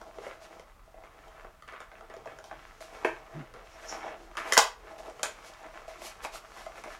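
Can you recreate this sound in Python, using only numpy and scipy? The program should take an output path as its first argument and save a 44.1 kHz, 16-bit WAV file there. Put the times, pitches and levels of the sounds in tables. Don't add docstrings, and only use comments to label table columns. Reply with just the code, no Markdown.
import sys
import numpy as np
from scipy import signal
from scipy.fft import rfft, irfft, next_fast_len
from scipy.io import wavfile
from scipy.ndimage import map_coordinates

SR = 44100
rng = np.random.default_rng(int(sys.argv[2]) if len(sys.argv) > 2 else 0)


def amplitude_ratio(level_db):
    exponent = np.asarray(level_db, float) / 20
    return 10 ** exponent


def bounce(signal):
    frames = np.transpose(np.atleast_2d(signal))
    limited = np.clip(frames, -1, 1)
    pcm = np.round(limited * 32767).astype(np.int16)
    wavfile.write(sys.argv[1], SR, pcm)


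N = 308259
SPAN = 1 << 14


def unit(x):
    return x / np.sqrt(np.mean(x ** 2) + 1e-20)


def along(points, hz):
    f, v = np.transpose(points)
    return np.interp(np.log(hz + 1), np.log(f + 1), v)


def curves(rows):
    s, *cols = np.transpose(rows)
    return [np.interp(np.arange(N) / SR, s, c) for c in cols]


def wobble(rate):
    knots = rng.standard_normal(int(N * rate / SR) + 4)
    return map_coordinates(knots, [np.arange(N) * rate / SR])


def filtered(x, response):
    m = next_fast_len(len(x) + SR // 2)
    spectrum = rfft(x, m) * response(np.fft.rfftfreq(m, 1 / SR))
    return irfft(spectrum, m)[:len(x)]


def swell(middle, half):
    offset = (np.arange(N) / SR - middle) / half
    return amplitude_ratio(-20 * np.minimum(offset ** 2, 9))


# pitch_hz [Hz], t60_s [s]
ROOM_DECAY = [(150, 0.068), (400, 0.27), (1000, 0.29), (2800, 0.28), (7300, 0.21), (14000, 0.21)]


def room(x, wet_db):
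    hz, t, z = signal.stft(rng.standard_normal(SPAN), SR, nperseg=256)
    decay = amplitude_ratio(-60 * t / along(ROOM_DECAY, hz)[:, None])
    tail = signal.istft(z * decay, SR, nperseg=256)[1]
    tail = np.pad(tail, (130, 0))
    echoes = signal.fftconvolve(x, tail / np.linalg.norm(tail))[:len(x)]
    return x + amplitude_ratio(wet_db) * echoes


# pitch_hz [Hz], width_hz [Hz], gain_db [dB]
TRAY = [(200.4, 120, -15.5), (345, 69, -7), (483, 145, -3.5), (649.4, 34.5, 5.5), (766, 96, -5),
        (1065, 400, -0.5), (1223, 400, 5), (1450, 600, 1), (1746, 510, -3), (2103, 205, -2.5),
        (2603, 260, -8), (3136, 142, -11.5), (3770, 220, -18), (4430, 590, -19), (5570, 920, -16.5),
        (7120, 550, -16.5), (8740, 730, -19.5), (10970, 3600, -26.5)]


def tray(hz, strength_db, modes=TRAY):
    response = 0
    for k, ((centre, width, db), strength) in enumerate(zip(modes, strength_db)):
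        damping = 1j * hz * width
        resonance = damping / (centre * centre - hz * hz + damping)
        response = response + (-1) ** k * amplitude_ratio(db + strength) * resonance
    return response


def thin(hz):
    return (1j * hz / (170 + 1j * hz)) ** 2


# pitch_hz [Hz], level_db [relative dB per Hz]
RUMBLE_SHAPE = [(12, -58.5), (20, 21.5), (52, -5), (86, -13), (382, -24.5), (776, -22.5), (847, -23),
                (1260, -16), (1510, -25), (4000, -36.5), (5200, -70), (8800, -120)]


def hush():
    rumble_db, hiss_db = -58, -73
    rumble = filtered(rng.standard_normal(N),
                      lambda hz: amplitude_ratio(along(RUMBLE_SHAPE, hz)) / (1 + (31 / (hz + 1)) ** 8))
    hiss = filtered(rng.standard_normal(N),
                    lambda hz: 1 / (1 + (3000 / (hz + 1)) ** 4) / (1 + hz / 9000))
    return amplitude_ratio(rumble_db) * unit(rumble) + amplitude_ratio(hiss_db) * unit(hiss)


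# middle_s [s], half_length_s [s], gain_db [dB]
LEANS = [(2.274, 0.23, -63.5), (2.576, .06, -65), (3.136, 0.17, -62), (3.362, 0.02, -43.5),
         (3.392, 0.054, -39), (3.514, .1, -62.5)]


def thump():
    table_hz = 126.3
    weights = np.array([amplitude_ratio(db) * swell(s, half) for s, half, db in LEANS])
    phase = 2 * np.pi * np.cumsum(table_hz * (1 + .1 * wobble(30))) / SR
    rattle = filtered(rng.standard_normal(N),
                      lambda hz: tray(hz, [0, 0], TRAY[:2]) / (1 + (hz / 500) ** 4))
    shudder = amplitude_ratio(0.74 * wobble(49)) * np.sin(phase)
    return weights.sum(0) * (shudder + 0.4 * unit(rattle))


def grit(share, spread_db, flutter_db, rate):
    chance, size = rng.random(N), rng.exponential(size=N)
    sign, smooth = rng.standard_normal(N), rng.standard_normal(N)
    slips = unit((chance < .01) * sign * amplitude_ratio(spread_db * np.minimum(size, 3)))
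    return unit((smooth + share * slips) * amplitude_ratio(flutter_db * wobble(rate)))


# time_s [s], gain_db [dB]
SQUEAK = [(3.66, -83), (3.738, -66), (3.79, -79), (3.876, -54.5), (3.892, -43), (3.964, -58), (3.976, -65),
          (4.094, -65), (4.14, -92)]
# pitch_hz [Hz], width_hz [Hz], gain_db [dB]
GLOSS = [(5500, 700, 12.5), (7080, 600, 9)]


def squeak():
    t = np.arange(N) / SR
    drive = grit(share=.3, spread_db=3, flutter_db=1, rate=40)
    chatter = unit(filtered(drive, lambda hz: tray(hz, [0, 0], GLOSS) ** 2))
    touching = (t > SQUEAK[0][0]) * (t < SQUEAK[-1][0])
    return touching * amplitude_ratio(curves(SQUEAK)[0]) * chatter


def held(drive, modes, grip_db):
    free = amplitude_ratio(grip_db * np.array([wobble(9) for mode in modes]))
    weight = np.array([amplitude_ratio(2 * db) * width for hz, width, db in modes])[:, None]
    free /= np.sqrt((weight * free ** 2).sum(0))
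    ringing = 0
    for freedom, mode in zip(free, modes):
        ringing = ringing + freedom * filtered(drive, lambda hz: thin(hz) * tray(hz, [0], [mode]))
    return unit(ringing)


# [dB, before the shares below]
HOLD = [(0, -54.5), (0.6, -60.5), (0.8, -63.5), (1.2, -56.5), (1.58, -61.5), (1.8, -58.5), (2.8, -51.5),
        (3.5, -57.5), (3.75, -49), (4.3, -53), (4.8, -57.5), (5.4, -48), (5.75, -51), (6.5, -49),
        (6.99, -53.5)]
HOLD_SHARE = [(-7,), (-7,), (-14,)]
# start_s [s],
# fade_s [s, to 20 dB down], # pressure_db on the hollow, scrape_db of edges, slide_db of skin [dB gains]
SCUFFS = [(0.0, 0.47, -50, -72, -70), (1.034, 0.092, -53, -52.5, -68), (1.675, 0.22, -60, -43, -63),
          (1.806, 0.059, -67, -52, -62), (1.918, 0.54, -52.5, -65, -80), (2.1, 0.16, -51.5, -50, -75),
          (2.26, 0.19, -46, -51, -62), (2.513, 0.12, -46, -46, -70), (2.808, 0.19, -54.5, -58.5, -53),
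          (3.54, .25, -47.5, -49.5, -74), (4.374, .12, -42.5, -31.5, -48), (4.979, 0.11, -44, -67, -54.5),
          (3.051, 0.095, -36, -41, -49.5), (5.234, 0.063, -39, -31, -46), (5.877, 0.28, -61, -48, -56.5),
          (6.016, 0.14, -50, -61, -49), (6.57, .15, -50, -44, -59), (6.668, 0.056, -46, -56, -75),
          (6.841, 0.15, -42.5, -44, -55.5)]
# middle_s [s], half_length_s [s],
# pressure_db, scrape_db, slide_db [dB gains]
SWEEPS = [(0.082, .03, -51, -59, -70), (0.168, .05, -50, -57, -64), (0.272, 0.11, -47.5, -48.5, -57),
          (0.442, 0.066, -53.5, -57, -58.5), (0.55, 0.12, -51, -58, -65), (0.692, .05, -60, -63, -76),
          (1.007, 0.06, -54, -63, -76), (1.305, 0.27, -56.5, -55.5, -75.5), (1.444, 0.053, -55, -57, -70),
          (2.47, 0.054, -54, -71, -62.5), (2.66, 0.085, -70, -57, -67), (2.984, 0.14, -49.5, -51.5, -60),
          (3.174, 0.11, -55, -56, -68), (3.36, 0.22, -50.5, -54.5, -69), (3.9, 0.19, -49, -50.5, -55.5),
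          (3.937, 0.032, -40.5, -42, -57), (4.059, 0.15, -40, -43.5, -65), (4.285, 0.13, -54, -61, -83),
          (4.493, 0.072, -42, -38, -50.5), (4.898, 0.16, -50.5, -55.5, -64.5),
          (5.078, 0.066, -41.5, -52, -59), (5.2, 0.07, -55, -54, -61.5), (5.474, 0.05, -65, -69, -54.5),
          (5.65, 0.073, -50, -52, -73), (5.775, 0.067, -49, -51, -61), (6.063, 0.086, -49, -50.5, -48),
          (6.59, 0.14, -61, -72, -56), (6.246, 0.03, -43.5, -43, -48), (6.355, 0.052, -51, -49, -47.5),
          (6.784, 0.072, -50.5, -50, -57), (6.93, 0.07, -67, -48.5, -57)]


def strokes():
    catch_s = 0.0028
    t = np.arange(N) / SR
    power = amplitude_ratio(2 * (curves(HOLD)[0] + np.array(HOLD_SHARE)))
    for s, fade, *db in SCUFFS:
        since = np.maximum(t - s, 0)
        rise = np.minimum(since / catch_s, 1)
        fall = amplitude_ratio(-20 * np.minimum((since / fade), 9))
        power = power + np.outer(amplitude_ratio(np.array(db)), rise * fall) ** 2
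    for s, half, *db in SWEEPS:
        power = power + np.outer(amplitude_ratio(np.array(db)), swell(s, half)) ** 2
    return np.sqrt(power)


# pitch_hz [Hz], level_db [relative dB per Hz]
SKIN = [(1470, -9), (2500, 2), (3970, 1.5), (6550, 2), (8310, -2), (11800, -2.5), (15800, -20.5)]


def rubbing():
    pressing, scraping, sliding = strokes()
    slide_db = 20 * np.log10(sliding)
    hollow = [m for m in TRAY if m[0] < 900]
    face = [m for m in TRAY if 900 < m[0] < 3500]

    press = held(grit(share=.9, spread_db=4, flutter_db=2, rate=35), hollow, grip_db=4)
    press = filtered(press, lambda hz: 1 / (1 + (hz / 1300) ** 4))

    scrape = held(grit(share=1.1, spread_db=4, flutter_db=2.2, rate=55), face, grip_db=3.5)
    scrape = filtered(scrape, lambda hz: 1 / (1 + (hz / 3300) ** 4))

    drive = grit(share=.25, spread_db=2, flutter_db=1.5, rate=35)
    tray_colour = lambda hz: 1 + 0.89 * abs(tray(hz, np.zeros(len(TRAY))))
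    slide = unit(filtered(drive, lambda hz: amplitude_ratio(along(SKIN, hz)) * tray_colour(hz)))
    air = filtered(slide, lambda hz: 1 / (1 + (8000 / (hz + 1)) ** 6))
    treble_db = np.clip(.5 * (slide_db + 44), -12, 3)
    slide = slide + air * (amplitude_ratio(treble_db) - 1)

    rubbed = pressing * press + scraping * scrape + sliding * slide
    return room(rubbed + squeak(), wet_db=-8.0)


# start_s [s], level_db [dB, before a common 1.5 dB trim],
# knock_db of the low modes and top_db of the high ones [dB peak against the middle modes],
# favoured_hz [Hz], the pitch the landing spot brings out
SNAPS = [(0.0143, -34.5, -7, -9.5, 1410), (0.185, -37.5, 5.5, -11, 460), (0.2661, -34.5, 4, -18, 430),
         (0.3267, -41, -27, -24, 1290), (0.596, -42.5, 2, -1.5, 526), (0.793, -47, -17, -17, 1150),
         (0.875, -56.5, 11, -17, 700), (0.9414, -50, 10, -19, 643), (1.037, -41, -2, -20, 947),
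         (1.281, -54, -10, 6, 1500), (1.379, -48, 4, -12, 1200), (1.4471, -37, -0.5, -24, 1310),
         (1.623, -38, -13, -10, 1120), (1.679, -46.5, 0.5, -3, 1120), (1.723, -39, -5, -10, 1390),
         (1.7374, -36, -5, -15, 1440), (1.8034, -32, -7.5, -8, 1450), (1.9169, -37.5, -28, -29, 1450),
         (1.9536, -41, -8, -31, 1740), (2.009, -40, -2, -12, 1400), (2.0991, -45.5, 8.5, -3, 1140),
         (2.139, -38.5, 0, -7, 643), (2.166, -44.5, 7, 0, 427), (2.2573, -35.5, -2, -10.5, 1080),
         (2.2732, -35, -2, -16, 654), (2.3873, -37.5, -3.5, -3.5, 1410), (2.4414, -43.5, -12, 3.5, 920),
         (2.5124, -30.5, -6, -20, 1000), (2.806, -38, 0.5, -5, 958), (3.047, -12, -3.5, -23, 337),
         (3.4089, -38.5, -8, -29, 1420), (3.539, -40, -22, -4, 1230), (4.314, -40.5, -6, -12, 1360),
         (4.353, -36.5, -8, -9.5, 1370), (4.3701, -26, -28.5, -3.5, 1210), (4.5228, -10.5, -13.5, -1, 2000),
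         (4.534, -21, -17, 10, 1370), (4.569, -7.5, -10.5, -12, 1960), (4.577, -5.5, -11, 5, 990),
         (4.5883, -10.5, -8.5, 0, 780), (5.059, -50, -8, 2, 1200), (5.098, -41, -7, -2, 700),
         (5.1945, -34.5, -4, -10, 1300), (5.231, -19.5, -7, 4, 810), (5.5371, -52, -12, 11, 1300),
         (5.6306, -43, -5, -5, 935), (5.6645, -44, 3, -3, 650), (5.818, -42, -5, -12, 500),
         (5.8795, -47, 15.5, -13, 650), (5.9573, -37.5, -17, -23, 1110), (6.017, -39, 4.5, -15, 660),
         (6.2484, -24, -8, -6.5, 1970), (6.356, -33, -11, -23, 1290), (6.565, -37, -7, -10, 1230),
         (6.6628, -34, 5, -8.5, 610), (6.838, -33, -8, -3.5, 900), (6.8734, -37, 1, -14, 654)]


def snaps():
    out, t = np.zeros(N + SPAN), np.arange(SPAN) / SR
    modes_hz = np.array(TRAY)[:, 0]
    group = np.digitize(modes_hz, [900, 2900])
    for s, db, knock_db, top_db, favoured_hz in SNAPS:
        contact_s = 0.0038 * amplitude_ratio(0.27 * (db + 11.5))
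        burst = .3 * rng.standard_normal(SPAN) * np.exp(-t / contact_s)
        burst[:3] += [.5, 1, .5]
        luck_db = rng.normal(0, 1.5, len(TRAY))
        nearness = np.exp(-(np.log(modes_hz / favoured_hz) / 0.2) ** 2)
        strength_db = luck_db + 8 * (group < 2) * nearness
        ring = 0
        for k, (level_db, soft_hz) in enumerate([(knock_db, 1100), (0, 3200), (top_db, 17000)]):
            soft = lambda hz: thin(hz) / (1 + 1j * hz / soft_hz) ** 3
            driven_db = np.where(group == k, strength_db, -99)
            part = filtered(burst, lambda hz: soft(hz) * tray(hz, driven_db))
            ring = ring + amplitude_ratio(level_db) * part / np.abs(part).max()
        out[round(s * SR):][:SPAN] += amplitude_ratio(db - 1.5) * room(ring, wet_db=-2.5)
    return out[:N]


def scene():
    return (hush() + thump() + rubbing() + snaps())[None]


def low_pass(x):
    return signal.sosfilt(signal.butter(12, 15900, fs=SR, output="sos"), x)


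def record(dry):
    return low_pass(dry)


dry = scene()
out = record(dry)
bounce(out)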